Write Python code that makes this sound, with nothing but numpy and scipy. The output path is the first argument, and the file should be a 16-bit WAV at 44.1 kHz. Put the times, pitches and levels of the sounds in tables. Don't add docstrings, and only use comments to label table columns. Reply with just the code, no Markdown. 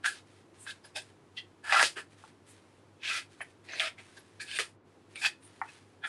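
import sys
import numpy as np
from scipy import signal
from scipy.fft import rfft, irfft, next_fast_len
from scipy.io import wavfile

SR = 44100
rng = np.random.default_rng(int(sys.argv[2]) if len(sys.argv) > 2 else 0)


def put_to_file(sound):
    columns = np.atleast_2d(sound).T
    safe = np.clip(columns, -1, 1)
    whole_steps = np.round(safe * 32767)
    wavfile.write(sys.argv[1], SR, whole_steps.astype(np.int16))


N = 268128
TIME = np.arange(N) / SR

# start, bite, drag and fade in seconds, then in dB
BLADE_STROKES = [ (0.046, 0.0209, 0.016, 0.0964, -22.5, 6.5, -47, -33, 8),
                 (0.126, 0.0329, 0.0617, 0.075, -53, -2, -67.5, -72.5, -3.5),
                 (0.678, 0.0385, 0.0349, 0.0453, -41, -2.5, -60.5, -49, 2.5),
                 (0.845, 0.0189, 0.0118, 0.09, -53.5, -2, -53.5, -61.5, 3),
                 (0.961, 0.01887, 0.0111, 0.075, -32.5, 2, -40.5, -40, 0),
                 (1.372, 0.012, 0.0175, 0.0657, -36.5, 0, -70.5, -69, 1),
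                 (1.643, 0.0193, 0.0708, 0.0276, -27.5, 17.5, -38, -43.5, -5.5),
                 (1.724, 0.01214, 0.0978, 0.069, -23, -1.5, -28.5, -31, 13.5),
                 (1.828, 0.008, 0.03236, 0.0853, -29, -4.5, -49.5, -37, 11),
                 (1.971, 0.0224, 0.0326, 0.0536, -41, -7, -52.5, -50, 8),
                 (3.045, 0.0532, 0.0487, 0.0193, -31.5, 3.5, -57, -47, 12),
                 (3.097, 0.0127, 0.0866, 0.0773, -32.5, -1.5, -56.5, -44.5, 4.5),
                 (3.407, 0.011, 0.0101, 0.0487, -36, 2.5, -41.5, -57, 8),
                 (3.694, 0.0495, 0.096, 0.0335, -39.5, 5, -49.5, -52, 13),
                 (3.802, 0.01107, 0.077, 0.0582, -35, -7, -46.5, -48.5, 0),
                 (3.982, 0.01426, 0.013, 0.086, -48, 2, -55.5, -66.5, 4.5),
                 (4.168, 0.01166, 0.0134, 0.0335, -44.5, 4.5, -56, -61, -6),
                 (4.401, 0.00987, 0.0155, 0.08, -37.5, 1, -59.5, -43.5, 13),
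                 (4.485, 0.07, 0.088, 0.0313, -33, 11, -57, -43, 4),
                 (4.589, 0.008, 0.0104, 0.0837, -27, 4, -37, -35, 8),
                 (5.158, 0.02155, 0.0445, 0.039, -47, -2.5, -58.5, -47, 18.5),
                 (5.218, 0.018, 0.0472, 0.055, -23, 13, -41, -38.5, -4.5),
                 (5.687, 0.0434, 0.0109, 0.03, -49, -0.5, -61.5, -70, 1),
                 (6.044, 0.0283, 0.0272, 0.06, -37, -5, -51.5, -49.5, 19), ]
# frequency in Hz, width in Hz before finger damping, relative level in dB.
GRIP_MODES = [
    [(751, 170, -24), (1150, 2300, -39.5), (1443, 62, -5.5), (1620, 170, 1), (2844, 2030, -12),
     (4800, 1080, -33.5)],
    [(700, 800, -15), (1660, 1930, -2.5), (3380, 2950, 1.5)],
    [(330, 1270, -22), (1377, 80, -9.5), (1620, 160, 2), (2130, 180, -9), (2590, 120, -6), (3480, 1560, -4)],
    [(580, 530, 0), (1580, 307, -1), (2740, 3040, -9), (5014, 390, 2)],
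    [(680, 460, -7), (1656, 300, -1.5), (2002, 150, -4.5), (2610, 346, 1), (3510, 830, 0.5),
     (5060, 800, -4)],
    [(330, 840, -24), (1960, 206, -7.5), (2726, 170, -1.5), (3224, 304, 0.5), (4270, 1400, -13.5)],
    [(800, 430, -9), (1380, 450, -3.5), (1700, 280, 2.5), (2500, 2300, -8.5), (4860, 620, -15)],
    [(879, 700, -9), (1308, 300, -0.5), (1650, 250, 0), (1941, 150, -2.5), (2470, 2800, -7.5),
     (4900, 520, -9)],
    [(402, 63, -8), (1155, 4400, -10), (1620, 500, -11.5), (2830, 1500, -1), (3970, 3700, -1.5)],
    [(375, 193, -13), (1292, 890, -5.5), (1725, 258, 0), (2670, 1000, -4.5), (4400, 1600, -18.5)],
    [(660, 590, -20), (1750, 680, -3), (2500, 850, 1.5), (3326, 1400, -0.5), (4830, 3360, -13)],
    [(530, 530, -22), (1315, 120, -1), (1602, 360, -3), (2020, 210, 1), (2440, 544, 1), (3076, 3450, -4)],
    [(700, 234, -4), (1912, 540, -2), (2320, 234, 0.5), (3037, 187, -7.5)],
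    [(461, 430, -10), (1929, 520, 2.5), (2530, 645, 0), (4034, 1520, -1.5)],
    [(644.3, 160, -11), (1315, 305, -3), (1620, 394, -8), (2200, 1440, 0.5), (3250, 1060, -1.5),
     (4606.2, 1600, -10)],
    [(440, 610, -6), (1940, 2440, -7.5), (2190, 450, 5)],
    [(530, 560, -17), (1620, 82, 0), (3550, 3800, -18.5)],
    [(336, 130, -17), (1690, 252, 3), (2352, 303, -3.5), (2600, 1950, -13), (4350, 1360, -6)],
    [(450, 900, -18), (1620, 130, -0.5), (2575, 1570, 2), (3620, 290, 3), (4500, 970, -3)],
    [(462.5, 83, -8), (1221, 83, 3), (1640, 140, -7), (1887, 150, 5.5), (2320, 2800, 2.5),
     (2590, 170, -3.5)],
    [(400, 258, -15), (1460, 760, -16.5), (2317, 270, 2), (3680, 990, -7)],
    [(803, 150, -14), (1148, 6700, -13), (1783, 566, -4), (2516, 195, 3.5), (3385, 950, -5.5),
     (4630, 800, -7.5)],
    [(332, 260, -9), (1750, 1100, -10.5), (2538, 79, 1)],
    [(804, 170, -14), (1384, 110, -6), (1565, 344, -2.5), (1844, 404, -3), (2405, 160, -7), (3340, 516, -6)],
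]
# start in seconds, relative peak in dB, ring in Hz, relative crack level in dB.
BLADE_SNAGS = [(0.044, -15.5, 1580, -23), (0.054, -14.5, 1592, -34.5), (0.060, -8.5, 1620, -27.5),
               (0.666, -28, 1535, -14.5), (0.963, -19, 2610, -15), (1.369, -34.5, 3170, -27),
               (1.724, -3, 1660, -31), (1.735, -5.5, 1690, -11), (1.796, -1, 1660, -16),
               (1.828, -2, 1940, 0), (3.034, -21.5, 2200, -19.5), (3.055, -23.5, 2350, -25.5),
               (3.096, -27.5, 2450, -18.5), (3.688, -27.5, 2120, -17), (3.713, -29.5, 2380, -15),
               (3.735, -21.5, 1700, -23), (3.797, -8.5, 3340, -26.5), (3.802, -6.5, 2320, -29.5),
               (4.402, -30.5, 1783, -13.5), (4.514, -23, 3100, -16.5), (4.588, -10, 1745, -5.5),
               (5.158, -21.5, 2440, -24), (5.239, -22.5, 1750, -19.5), (5.248, -10, 1700, -12.5),
               (5.252, -8, 2590, -15.5), (6.045, -24.5, 1580, -25.5)]
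# start in seconds, peak in dB, low and high band edges in Hz.
TOOL_TAPS = [(1.827, -23, 303.5, 1040), (1.99, -46, 350, 1910), (2.238, -40, 700, 1487),
             (3.406, -33, 680, 2670), (5.615, -21.5, 712, 2033)]
# centre in seconds, level in dB, pitch in Hz, width in Hz, half-length in seconds.
PAPER_SQUEAKS = [(0.628, -53.5, 8600, 2500, 0.0323), (0.859, -57.5, 10190, 700, 0.0085),
                 (2.506, -60, 8380, 4500, 0.0285), (3.423, -51.5, 9920, 750, 0.0091),
                 (3.735, -53, 6170, 600, 0.023), (4.195, -62.5, 10990, 605, 0.0091),
                 (4.51, -56, 8600, 800, 0.0286), (4.579, -46, 8740, 884, 0.0394),
                 (5.16, -51, 8876, 750, 0.0057), (5.453, -58.5, 9318, 1400, 0.0268),
                 (6.068, -64.5, 8880, 750, 0.027)]
# start in seconds, length in seconds, relative level in dB.
FINGER_RUBS = [(0.274, 0.131, -63.5), (0.548, 0.219, -61.5), (0.847, 0.046, -62.5), (1.032, 0.072, -62.5),
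               (1.37, 0.009, -53.5), (2.111, 0.023, -61), (2.188, 0.0976, -58.5), (2.468, 0.114, -61),
               (2.621, 0.175, -70), (3.314, 0.019, -57.5), (3.386, 0.128, -63.5), (3.649, 0.041, -59),
               (3.989, 0.2196, -58.5), (4.252, 0.16, -65.5), (4.675, 0.0253, -71.5), (5.111, 0.0255, -59.5),
               (5.43, 0.315, -61), (5.687, 0.094, -61), (5.798, 0.144, -70)]
# frequency in Hz, width in Hz, boost in dB.
SHEET_RESONANCES = [(679.4, 40, 7.5), (807.1, 30, 6), (941, 40, 4.5), (1255, 12, 4.5), (1350, 46, 4),
                    (1604, 48, 7), (1700, 30, 6), (2095, 30, 3), (2418.7, 30, 5.5), (2560, 45, 6.5)]
# frequency in Hz, relative level in dB.
TEAR_SPECTRUM = [(2650, -22.5), (4500, -5), (5010, -3), (5710, -9.5), (6330, -8.5), (9270, -5),
                 (10600, -12), (12200, -23), (12600, -35.5), (15400, -39)]
RUSTLE_SPECTRUM = [(530, -46.5), (900, -7), (1090, -11.5), (1460, -7), (1680, -4.5), (3700, -8.5),
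                   (7670, -15), (9480, -12.5), (15000, -46)]
AIR_SPECTRUM = [(25, -20), (70, -13.5), (125, -1.5), (200, -3.5), (340, 2.5), (590, -7.5), (1000, -9.5),
                (2000, -17), (4000, -22.5), (10000, -29.5), (15000, -47.5)]
# frequency in Hz, relative level in dB.
HUM_LINES = [(89.1, -81), (94.5, -74), (100, -73), (102.7, -74.5), (105.4, -80), (148.8, -80.5)]
# delay in seconds, level in dB against the direct sound.
REFLECTIONS = [(.0065, -13.5), (0.0123, -24.5)]


def scraping(rasp_db=-2.5, flex_db=-4.5, hiss_db=-3.0, least_width_hz=190):
    out = np.zeros(N)
    hiss = coloured(fibres(N, per_s=7000, spread_db=1.5), TEAR_SPECTRUM)
    for stroke, grip in zip(BLADE_STROKES, GRIP_MODES):
        start, bite, drag, fade, edge_db, swell_db, sheet_db, fibre_db, growth_db = stroke
        span = (TIME >= start - 1.5 * bite) & (TIME < start + drag + 2 * fade)
        t = TIME[span] - start
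        slips = waver(len(t), depth_db=0.23, top_hz=226)
        rings = []
        for hz, width, db in grip:
            snaps = slips * fibres(len(t), per_s=3500, spread_db=2.5)
            coupling = waver(len(t), depth_db=1.52, top_hz=25.1)
            width = max(width, least_width_hz)
            rings.append(from_db(db) * coupling * resonance(resonance(snaps, hz, width), hz, width))
        rasp = contact(t, bite, drag, fade, swell_db) * rms_one(sheet(sum(rings[1:])))
        flex = contact(t, bite, drag, fade * 0.63, swell_db) * rms_one(sheet(rings[0]))
        tear = contact(t, bite, drag, fade * 1.418, swell_db + growth_db) * rms_one(slips * hiss[span])
        out[span] += from_db(rasp_db + edge_db) * rasp
        out[span] += from_db(flex_db + sheet_db) * flex
        out[span] += from_db(hiss_db + fibre_db) * tear
    return out


def fibres(size, per_s, spread_db):
    strengths = from_db(spread_db * np.minimum(rng.exponential(1, size), 4))
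    snapped = rng.random(size) < per_s / SR
    return rms_one(snapped * strengths * rng.choice([-1, 1], size))


def sheet(x):
    return x + sum((from_db(db) - 1) * resonance(x, hz, width) for hz, width, db in SHEET_RESONANCES)


def contact(t, attack, hold, release, swell_db=0, range_db=36.5):
    outside = np.maximum(-t, 0) / attack + np.maximum(t - hold, 0) / release
    hold_left = np.clip(1 - t / hold, 0, 1)
    return from_db(-range_db * outside - swell_db * hold_left)


def snagging(level_db=-8.0, width_hz=480, crack_db=-3.5, catches=3, chatter_s=0.0055, loss_db=8.5):
    out, t = np.zeros(N + SR), TIME[:SR // 20]
    for start, db, hz, snag_crack_db in BLADE_SNAGS:
        for k in range(catches):
            click = blow(t, tear_db=-18.0, tear_s=0.0018)
            ring = rms_one(resonance(butter(click, [hz / 2, hz * 2], "band"), hz, width_hz))
            crack = rms_one(butter(click, [2600, 8500], "band", order=3))
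            snag = ring + from_db(snag_crack_db + crack_db) * crack
            at = int((start + k * chatter_s * rng.uniform(.8, 1.2)) * SR)
            out[at:at + len(t)] += from_db(db + level_db - k * loss_db) * snag / np.abs(snag).max()
    return out[:N]


def blow(t, tear_db, tear_s):
    return (t == 0) + from_db(tear_db) * rng.standard_normal(len(t)) * np.exp(-t / tear_s)


def tapping():
    out, t = np.zeros(N + SR), TIME[:SR // 20]
    for start, db, low_hz, high_hz in TOOL_TAPS:
        knock = butter(blow(t, tear_db=-17.5, tear_s=0.0045), [low_hz, high_hz], "band", order=6)
        at = int(start * SR)
        out[at:at + len(t)] += from_db(db) * knock / np.abs(knock).max()
    return out[:N]


def squeaking():
    out = np.zeros(N)
    for centre, db, hz, width, half_length in PAPER_SQUEAKS:
        span = np.abs(TIME - centre) < .1
        friction = rng.standard_normal(span.sum())
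        whistle = resonance(resonance(friction, hz, width), hz, width)
        envelope = np.exp(-((TIME[span] - centre) / half_length) ** 2)
        out[span] += from_db(db) * envelope * rms_one(whistle)
    return out


def fingers(level_db=-4.5, attack_s=0.0446, release_s=0.12):
    pressure = np.zeros(N)
    for start, length, db in FINGER_RUBS:
        span = (TIME > start - attack_s) & (TIME < start + length + release_s)
        pressure[span] += from_db(db) * contact(TIME[span] - start, attack_s, length, release_s)
    grain = coloured(fibres(N, per_s=9400, spread_db=5.0), RUSTLE_SPECTRUM)
    return from_db(level_db) * pressure * grain


def room(x, tail_db, t60_s=0.179, dull_hz=7340):
    t = TIME[:SR // 2]
    diffuse = butter(rng.standard_normal(len(t)), dull_hz, "low", order=1)
    tail = diffuse * from_db(-60 * t / t60_s) * (t > .004)
    response = from_db(tail_db) * tail / np.sqrt(np.sum(tail ** 2))
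    response[0] += 1
    for delay, db in REFLECTIONS:
        response[int(delay * SR)] += from_db(db)
    return signal.fftconvolve(x, response)[:N]


def mains_hum(gain_db=0.5):
    return sum(from_db(gain_db + db) * np.sqrt(2) * np.sin(2 * np.pi * (hz * TIME + rng.random()))
               for hz, db in HUM_LINES)


def room_tone(level_db=-62, lull_at_s=4.795, lull_half_s=0.069, lull_hz=1500):
    air = from_db(level_db) * coloured(rng.standard_normal(N), AIR_SPECTRUM)
    lull = .9 * np.exp(-((TIME - lull_at_s) / lull_half_s) ** 4)
    return (1 - lull) * air + lull * butter(air, lull_hz, "low", order=1)


def from_db(db):
    return 10 ** (np.asarray(db) / 20)


def rms_one(x):
    return x / np.sqrt(np.mean(x ** 2) + 1e-20)


def butter(x, hz, kind, order=2):
    return signal.sosfilt(signal.butter(order, np.clip(hz, 10, .45 * SR), kind, fs=SR, output="sos"), x)


def coloured(x, spectrum):
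    hz, db = np.transpose(spectrum)
    size = next_fast_len(N)
    bins = np.maximum(np.fft.rfftfreq(size, 1 / SR), 1)
    gain = from_db(np.interp(np.log(bins), np.log(hz), db))
    return rms_one(irfft(rfft(x, size) * gain, size)[:N])


def resonance(x, hz, width_hz):
    r = np.exp(-np.pi * width_hz / SR)
    feedback = [1, -2 * r * np.cos(2 * np.pi * hz / SR), r * r]
    return signal.lfilter(np.array([1, 0, -1]) * (1 - r * r) / 2, feedback, x + 1e-18)


def waver(size, depth_db, top_hz):
    return from_db(depth_db * rms_one(butter(rng.standard_normal(size), top_hz, "low")))


def scene():
    paper = scraping() + snagging() + squeaking() + fingers()
    return (room(paper, tail_db=-16) + room(tapping(), tail_db=-12) + mains_hum() + room_tone())[None]


def record(dry, drop_hz=11747, top_db=-22, cutoff_hz=15600):
    soft = butter(dry, drop_hz, "low", order=12) + from_db(top_db) * dry
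    return signal.sosfilt(signal.ellip(10, .1, 80, cutoff_hz, fs=SR, output="sos"), soft)


dry = scene()
out = record(dry)
put_to_file(out)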